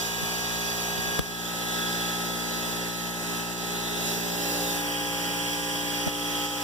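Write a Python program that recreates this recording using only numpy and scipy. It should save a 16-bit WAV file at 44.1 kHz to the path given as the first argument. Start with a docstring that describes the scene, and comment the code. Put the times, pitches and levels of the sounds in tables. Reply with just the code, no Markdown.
"""A small piston air compressor drones from the start, its valves buzzing, while a venturi vacuum generator
hisses beside a ringing steel oven. We listen through a hand-held phone at the oven door. Light handling
bumps lead to a hard knock at 1.2 s that ducks the phone's gain control. The phone rises to the window,
then from 4.3 s backs off to the control panel; the room's standing waves recolour hum and hiss on the way.
A last cluster of knocks lands just after 6 s."""
import sys
import numpy as np
from scipy import signal
from scipy.io import wavfile
from scipy.ndimage import uniform_filter1d

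SR = 44100
rng = np.random.default_rng(int(sys.argv[2]) if len(sys.argv) > 2 else 0)


def output_pcm(signal):
    """Save a mono or channel-first signal as 16-bit PCM at the path in sys.argv[1].

    Samples are clipped to [-1, 1] before scaling.
    """
    pcm = np.clip(np.atleast_2d(signal).T, -1, 1) * 32767
    wavfile.write(sys.argv[1], SR, np.round(pcm).astype(np.int16))


N = 292383
TIME = np.arange(N) / SR
FRAME = 2048
SHAFT_HZ = 58.55

# the phone's move (0 door, 1 window, 2 panel): t/s, place for the hum, place for the hiss
PHONE_PATH = [(1.2, 0, 0), (1.5, 0.95, 1), (4.32, 1.03, 0.81), (4.5, 1.82, 1.4), (4.72, 1.73, 0.94),
              (4.87, 2.04, 2.24), (6.3, 1.98, 1.7)]
# pump partials: shaft multiple (rounded in use), level/dB at door, window, panel, left minus right/dB
PUMP_PARTIALS = [(1, -49, -49, -49.5, 21), (1.98, -46.5, -46.5, -47, 43), (3, -41.5, -38, -42.5, 3.5),
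                 (4, -44, -41.5, -49, 11), (4.7, -49.5, -43.5, -36.5, 1), (5.95, -47, -45, -50.5, 11.5),
                 (7.14, -40.5, -42.5, -42, -12), (7.95, -56.5, -52, -48, 8), (9, -48, -48, -42, 1),
                 (10, -50, -48.5, -55.5, -44), (11, -51, -50.5, -51, 21), (12, -47, -51, -53.5, -12),
                 (13, -44.5, -49, -58, 2.5), (14, -50.5, -42.5, -37.5, 1), (15, -49.5, -52, -47.5, -6),
                 (16, -45, -47.5, -61, 5), (17, -62, -51, -44, 1), (19, -48.5, -69, -56, -3.5),
                 (20, -54, -60, -51, 0), (22, -48, -41, -49, 1), (26, -64, -57, -53.5, 7),
                 (28, -36.5, -43.5, -40.5, -0.5), (29, -57, -67, -44, -2.5), (30, -54, -43, -48, -6),
                 (34, -48.5, -43, -44, 1), (43, -45.5, -54.5, -54, -7), (46, -60, -58, -54, -4),
                 (47, -66, -50, -53, -11)]
# tone curve of the jet: f/Hz, level/dB at door, window, panel
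JET_SPECTRUM = [(30, -80.0, -84.0, -81.0), (70, -71.5, -77.5, -76.5), (150, -70, -72, -70),
                (260, -74, -75.5, -73.5), (400, -70.5, -67.5, -70), (800, -71.5, -72.5, -72.0),
                (1150, -75.5, -76.0, -75.5), (1700, -71.5, -71.0, -70.5), (2150, -77.0, -75.0, -72.0),
                (2600, -74.0, -74.5, -71.0), (3300, -78.0, -77.0, -78.0), (4150, -77.5, -75.0, -76.5),
                (4700, -84.5, -78.0, -69.5), (5800, -74.5, -73.5, -74.0), (7300, -77.0, -76.5, -76.5),
                (9000, -81.0, -78.5, -75.0), (11500, -74.0, -77.5, -77.5), (14000, -80.0, -79.0, -77.5),
                (15400, -78.5, -79.5, -76.5)]
# steel resonances: f/Hz, width/Hz, lift/dB at door, window, panel (negative counts as 0)
OVEN_MODES = [(2430, 280, 7, 2, 5.5), (2675, 170, 3, 3.5, 1), (2940, 143, 5.5, 2.5, 7.5),
              (3200, 274, -1, 4, 9), (3410, 346, 10.5, 6.5, -1.5), (3730, 230, 5, 3, 3),
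              (4500, 66, 9, -7, -32), (4726, 240, 14.5, 1, -2.5), (4810, 230, 4.5, 7, 1),
              (5120, 96, 9, 5, 2), (5380, 54, 4, 7, 1), (5500, 106, 6.5, -4, 4.5),
              (5890, 360, 5.5, 1.5, 3.5), (6360, 450, 3.5, 2.5, -1), (6970, 190, 2, 5, 3),
              (7770, 510, 6, 2.5, 4)]
# one resonance that slides down on leaving the window: t/s, f/Hz, lift/dB
SLIDING_MODE = [(4.15, 3960, 6), (4.62, 3920, 9), (4.78, 3500, 5), (4.92, 3280, 10.5)]
# stereo image at the two microphone ports: f/Hz, coherence (0-1), left minus right/dB
PORT_IMAGE = [(50, 0.05, -14), (201, 0.05, -34), (444, 0.6, 3), (950, 0.8, 0.5), (1730, 0, 7.5),
              (1835, 0.02, -22), (2130, .996, 0), (2330, .996, 0), (2560, .55, -2), (3300, .98, -1),
              (4250, 1, 0), (4500, 1, 0), (4560, 1, -3.5), (6230, 0.88, -1.5), (8750, 0.34, -5.5),
              (8700, 0.94, 2), (11500, 0.7, -5), (15000, 0.4, -6.5)]
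# how openly sound gets past hand, body and oven: t/s, treble level/dB
OPENNESS = [(0, 1.5), (1.15, 0.5), (1.55, 0.8), (1.95, 1.5), (2.15, 0.5), (2.75, 0.3), (3.0, 0),
            (3.92, -0.5), (4.08, 3.5), (4.2, 0), (4.35, -0.5), (4.45, 2), (4.76, 3), (4.83, -0.65),
            (6.2, 0.45), (6.38, 1.1)]
# brief dips in hum and hiss: t/s, depth/dB
LEVEL_DIPS = [(.07, 1.5), (2.89, 2.5), (3.1, 2), (3.41, 2), (3.52, 2), (6.08, 2.5), (6.45, 3)]
# handling knocks: t/s, click level/dB, thud level/dB, thud f/Hz
HANDLING = [(0.231, -50, -18, 122), (0.988, -52, -19, 125), (1.079, -58, -22, 110),
            (1.1915, -14.5, -29, 300), (1.1933, -8.5, -10.5, 400), (1.1957, -20, -3, 137),
            (6.062, -26, -29, 162), (6.0677, -33, -11.5, 149), (6.074, -20.5, -17, 620),
            (6.08, -34, -16, 155)]
# ring of the phone's case: f/Hz, t60/s, level/dB
CASE_MODES = [(290, 0.018, 1.5), (600, 0.0041, 2), (1320, 0.0031, 4), (3230, 0.0048, -2)]
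# bands that swell or fade in the standing waves: t/s, half duration/s, f/Hz, width/Hz, lift/dB
ROOM_SWELLS = [(1.9, 0.58, 3385, 89, 11), (1.72, 0.25, 3570, 130, 7), (3.86, .17, 3600, 520, 5.5),
               (4.45, 0.34, 14000, 5000, 4.5), (1.93, 0.56, 1360, 270, 3.5), (1.14, 0.22, 1639, 14, 3.5),
               (1.88, 0.37, 1639, 12, 8), (3.77, 0.71, 527, 19, -5), (4.28, 0.31, 1288, 8.1, -8.5),
               (4.2, 0.4, 410, 13, 4), (4.48, 0.38, 586, 24, 8.5), (4.63, 0.15, 176, 14, 2),
               (4.53, 0.18, 2752, 22, 9.5), (4.6, 0.18, 530, 290, 3.5), (4.52, 0.33, 761, 14, 9),
               (4.2, 0.2, 2200, 15, -6), (4.35, 0.18, 5230, 110, 14), (4.3, 0.32, 6900, 340, 1),
               (5.7, 0.21, 1288, 9, -22), (6.4, 0.43, 1288, 6.5, 7.5), (6.25, 0.28, 1639, 21, -14)]


def undb(db):
    """Decibels to gain."""
    return np.exp(np.log(10) / 20 * np.asarray(db))


def curves(table, at):
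    """The columns of a table as straight-line envelopes."""
    x, *columns = np.transpose(table)
    return [np.interp(at, x, c) for c in columns]


def spectra(table, hz):
    """The columns of a table as EQ curves on a log-frequency axis."""
    x, *columns = np.transpose(table)
    return [np.interp(np.log(hz + 1), np.log(x), c) for c in columns]


def bell(hz, centre, width):
    """Shape of a resonance, 1 at its centre."""
    return 1 / (1 + (2 * (hz - centre) / width) ** 2)


def wobble(rate_hz):
    """Random sample-and-hold, slewed twice."""
    hold = int(SR / rate_hz)
    held = np.repeat(rng.standard_normal(N // hold + 1), hold)
    return 0.87 * uniform_filter1d(uniform_filter1d(held, hold), hold)[:N]


def speckle(shape, size):
    """Smooth random field of spread 1."""
    field = rng.standard_normal(shape)
    for axis, width in enumerate(size):
        field = uniform_filter1d(field, width, axis=axis)
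    return field / field.std()


def pan(left_minus_right_db):
    """Left and right gains at constant power."""
    gains = undb(np.array([left_minus_right_db, -left_minus_right_db]) / 2)
    return gains / np.sqrt(np.mean(gains ** 2, axis=0))


def place_mix(t, hiss=False):
    """Crossfade between door, window and panel, for the hum or the hiss; the weights add up to 1."""
    hum_place, hiss_place = curves(PHONE_PATH, t)
    place = np.clip(hiss_place if hiss else hum_place, 0, 2)
    return np.maximum(1 - abs(place - np.arange(3)[:, None]), 0)


def port_lag(hz, flip_from_hz=1330, flip_to_hz=1800, delay_from_hz=2208):
    """Phase between the ports in radians: none in the bass, a polarity flip above, then a steady delay."""
    flip = np.clip((hz - flip_from_hz) / (flip_to_hz - flip_from_hz), 0, 1)
    return np.pi * flip + 2 * np.pi * np.maximum(hz / delay_from_hz - 1, 0)


def standing_waves(hz, t):
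    """Lift in dB as the phone drifts through the room's peaks and nulls."""
    return sum(lift_db * np.exp(-((t - when) / half_s) ** 2) * bell(hz, centre, width)
               for when, half_s, centre, width, lift_db in ROOM_SWELLS)


def shading(t, low_share=0.19, fall_s=0.029, recovery_db_per_s=10):
    """Level rides in dB for lows and highs: obstacles shade short waves most; brief dips hit both."""
    open_db, = curves(OPENNESS, t)
    dip_db = 0
    for when, depth_db in LEVEL_DIPS:
        fall = np.clip((t - when) / fall_s, 0, 1)
        dip_db += fall * np.clip(depth_db - recovery_db_per_s * (t - when - fall_s), 0, depth_db)
    return low_share * open_db - dip_db, open_db - dip_db


def compressor(turns, waver_db=1.0, port_spread_rad=0.13, fully_scattered_from=8):
    """The drone: harmonics of the piston stroke, each swelling and fading in its own standing wave."""
    t = TIME[::FRAME]
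    mix, out = place_mix(t), np.zeros((2, N))
    for multiple, *place_db, pan_db in PUMP_PARTIALS:
        harmonic = round(multiple)
        hz = harmonic * SHAFT_HZ
        db = np.array(place_db) @ mix + standing_waves(hz, t) + waver_db * speckle(t.shape, size=(4,))
        envelope = np.sqrt(2) * np.interp(TIME, t, undb(db))
        # the lowest harmonics land together as one thump a stroke; the room scatters the higher ones
        scatter = min(multiple / fully_scattered_from, 1) * rng.random()
        phase = 2 * np.pi * (harmonic * turns + scatter)
        # standing waves also shift the phase between the ports
        lag = np.interp(TIME, t, port_lag(hz) + port_spread_rad * rng.standard_normal(len(mix)) @ mix)
        out += envelope * pan(pan_db)[:, None] * np.sin([phase, phase - lag])
    low_db, _ = shading(TIME)
    return out * undb(low_db)


def valve_buzz(turns, buzz_db=-59, scatter_db=3, rolloff_hz=2200):
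    """Snapping valves fill the drone's gaps with faint upper harmonics, at random levels in each place."""
    t = TIME[::FRAME]
    mix, out = place_mix(t), np.zeros((2, N))
    in_drone = {round(row[0]) for row in PUMP_PARTIALS}
    for harmonic in sorted(set(range(18, 45)) - in_drone):
        hz = harmonic * SHAFT_HZ
        db = buzz_db + scatter_db * rng.standard_normal(len(mix)) @ mix
        envelope = np.sqrt(2) * undb(db) / np.hypot(1, (hz / rolloff_hz) ** 2)
        phase = 2 * np.pi * (harmonic * turns + rng.random())
        out += np.interp(TIME, t, envelope) * np.sin([phase, phase - port_lag(hz)])
    low_db, _ = shading(TIME)
    return out * undb(low_db)


def venturi(turns, throb=0.028, flutter_db=0.5, ripple_db=1.3, wander_db=1.2, crossover_hz=2000):
    """The hiss: jet turbulence, throbbing slightly with each stroke and coloured by nearby steel."""
    jet = rng.standard_normal((4, N)) * (1 + throb * np.cos(2 * np.pi * turns))
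    jet *= undb(flutter_db * wobble(14))
    hz, t, noises = signal.stft(jet, SR, nperseg=FRAME)
    bands = hz[:, None]
    # reflections carve fine peaks and dips that differ by place and wander as the hand sways
    place_db = np.array(spectra(JET_SPECTRUM, hz))
    place_db += ripple_db * speckle(place_db.shape, size=(1, 4))
    eq_db = place_db.T @ place_mix(t, hiss=True)
    eq_db += wander_db * speckle(eq_db.shape, size=(9, 7))
    low_db, high_db = shading(t)
    lows = 1 / (1 + (bands / crossover_hz) ** 6)
    eq_db += lows * low_db + (1 - lows) * high_db
    eq_db += oven_resonances(bands, t) + standing_waves(bands, t)
    coloured = stereo_ports(noises, hz) * undb(eq_db) * np.sqrt(SR / 2)
    _, hiss = signal.istft(coloured, SR, nperseg=FRAME)
    return hiss[:, :N]


def oven_resonances(hz, t, slide_width_hz=330):
    """Steely lift in dB: the oven's modes vary by place, and one slides with the phone's distance."""
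    mix = place_mix(t, hiss=True)
    modes_db = sum(bell(hz, centre, width) * (np.maximum(place_db, 0) @ mix)
                   for centre, width, *place_db in OVEN_MODES)
    slide_hz, slide_db = curves(SLIDING_MODE, t)
    return modes_db + slide_db * bell(hz, slide_hz, slide_width_hz)


def stereo_ports(noises, hz, right_share=0.59):
    """Width of the hiss: direct sound reaches the far port late; reverberation is uncorrelated."""
    from_right, from_left, room_left, room_right = noises
    coherence, pan_db = (c[:, None] for c in spectra(PORT_IMAGE, hz))
    coherence = np.clip(coherence, 0, 1)
    late = np.exp(-1j * port_lag(hz))[:, None]
    right, left = np.sqrt(right_share) * from_right, np.sqrt(1 - right_share) * from_left
    direct = np.array([right * late + left, right + left * late])
    room = np.array([room_left, room_right])
    return pan(pan_db) * (np.sqrt(coherence) * direct + np.sqrt(1 - coherence) * room)


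def knocks(crack_db=-8, crack_s=0.00097, thud_t60=0.016, sway_hz=62, sway_t60=0.06, sway_db=-35):
    """Handling: a click rings the phone's case and a thud pushes the two ports in opposite directions."""
    out = np.zeros((2, N))
    t = TIME[:SR // 5]

    def ring(hz, t60):
        """One damped mode."""
        return np.sin(2 * np.pi * hz * t) * np.exp(-np.log(1000) * t / t60)

    case = sum(undb(db) * ring(hz, t60) for hz, t60, db in CASE_MODES) / 2
    sway = undb(sway_db) * ring(sway_hz, sway_t60)
    for when, click_db, thud_db, thud_hz in HANDLING:
        crack = undb(crack_db) * rng.standard_normal((2, len(t))) * np.exp(-t / crack_s)
        thud = np.array([ring(thud_hz, thud_t60), -ring(thud_hz * 1.37, thud_t60)]) + sway
        start = int(when * SR)
        out[:, start:start + len(t)] += undb(click_db) * (case + crack) + undb(thud_db) * thud
    return out


def scene(drift_hz=0.029, drone_trim_db=-2.42, hiss_trim_db=-1.12):
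    """The mix: one near-steady motor drives drone, buzz and air supply; the knocks sit on top."""
    turns = np.cumsum(SHAFT_HZ + drift_hz * wobble(5.4)) / SR
    hum = undb(drone_trim_db) * compressor(turns) + valve_buzz(turns)
    return hum + undb(hiss_trim_db) * venturi(turns) + knocks()


def record(dry, threshold_db=-19.0, attack_s=0.00067, release_db_per_s=9, low_cut_hz=36, top_hz=15480):
    """The phone's chain: low cut, gain control that ducks on a hard knock and creeps back, high cut."""
    dry = signal.sosfilt(signal.butter(4, low_cut_hz, "high", fs=SR, output="sos"), dry)
    power = uniform_filter1d(np.mean(dry ** 2, axis=0), size=150)
    over_db = np.maximum(10 * np.log10(np.maximum(power, 1e-12)) - threshold_db, 0)
    recovery_db = release_db_per_s * TIME
    duck_db = np.maximum.accumulate(over_db + recovery_db) - recovery_db
    pole = np.exp(-1 / (attack_s * SR))
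    duck_db = signal.lfilter([1 - pole], [1, -pole], duck_db)
    high_cut = signal.ellip(12, .1, 80, top_hz, fs=SR, output="sos")
    return signal.sosfilt(high_cut, dry * undb(-duck_db))


dry = scene()
out = record(dry)
output_pcm(out)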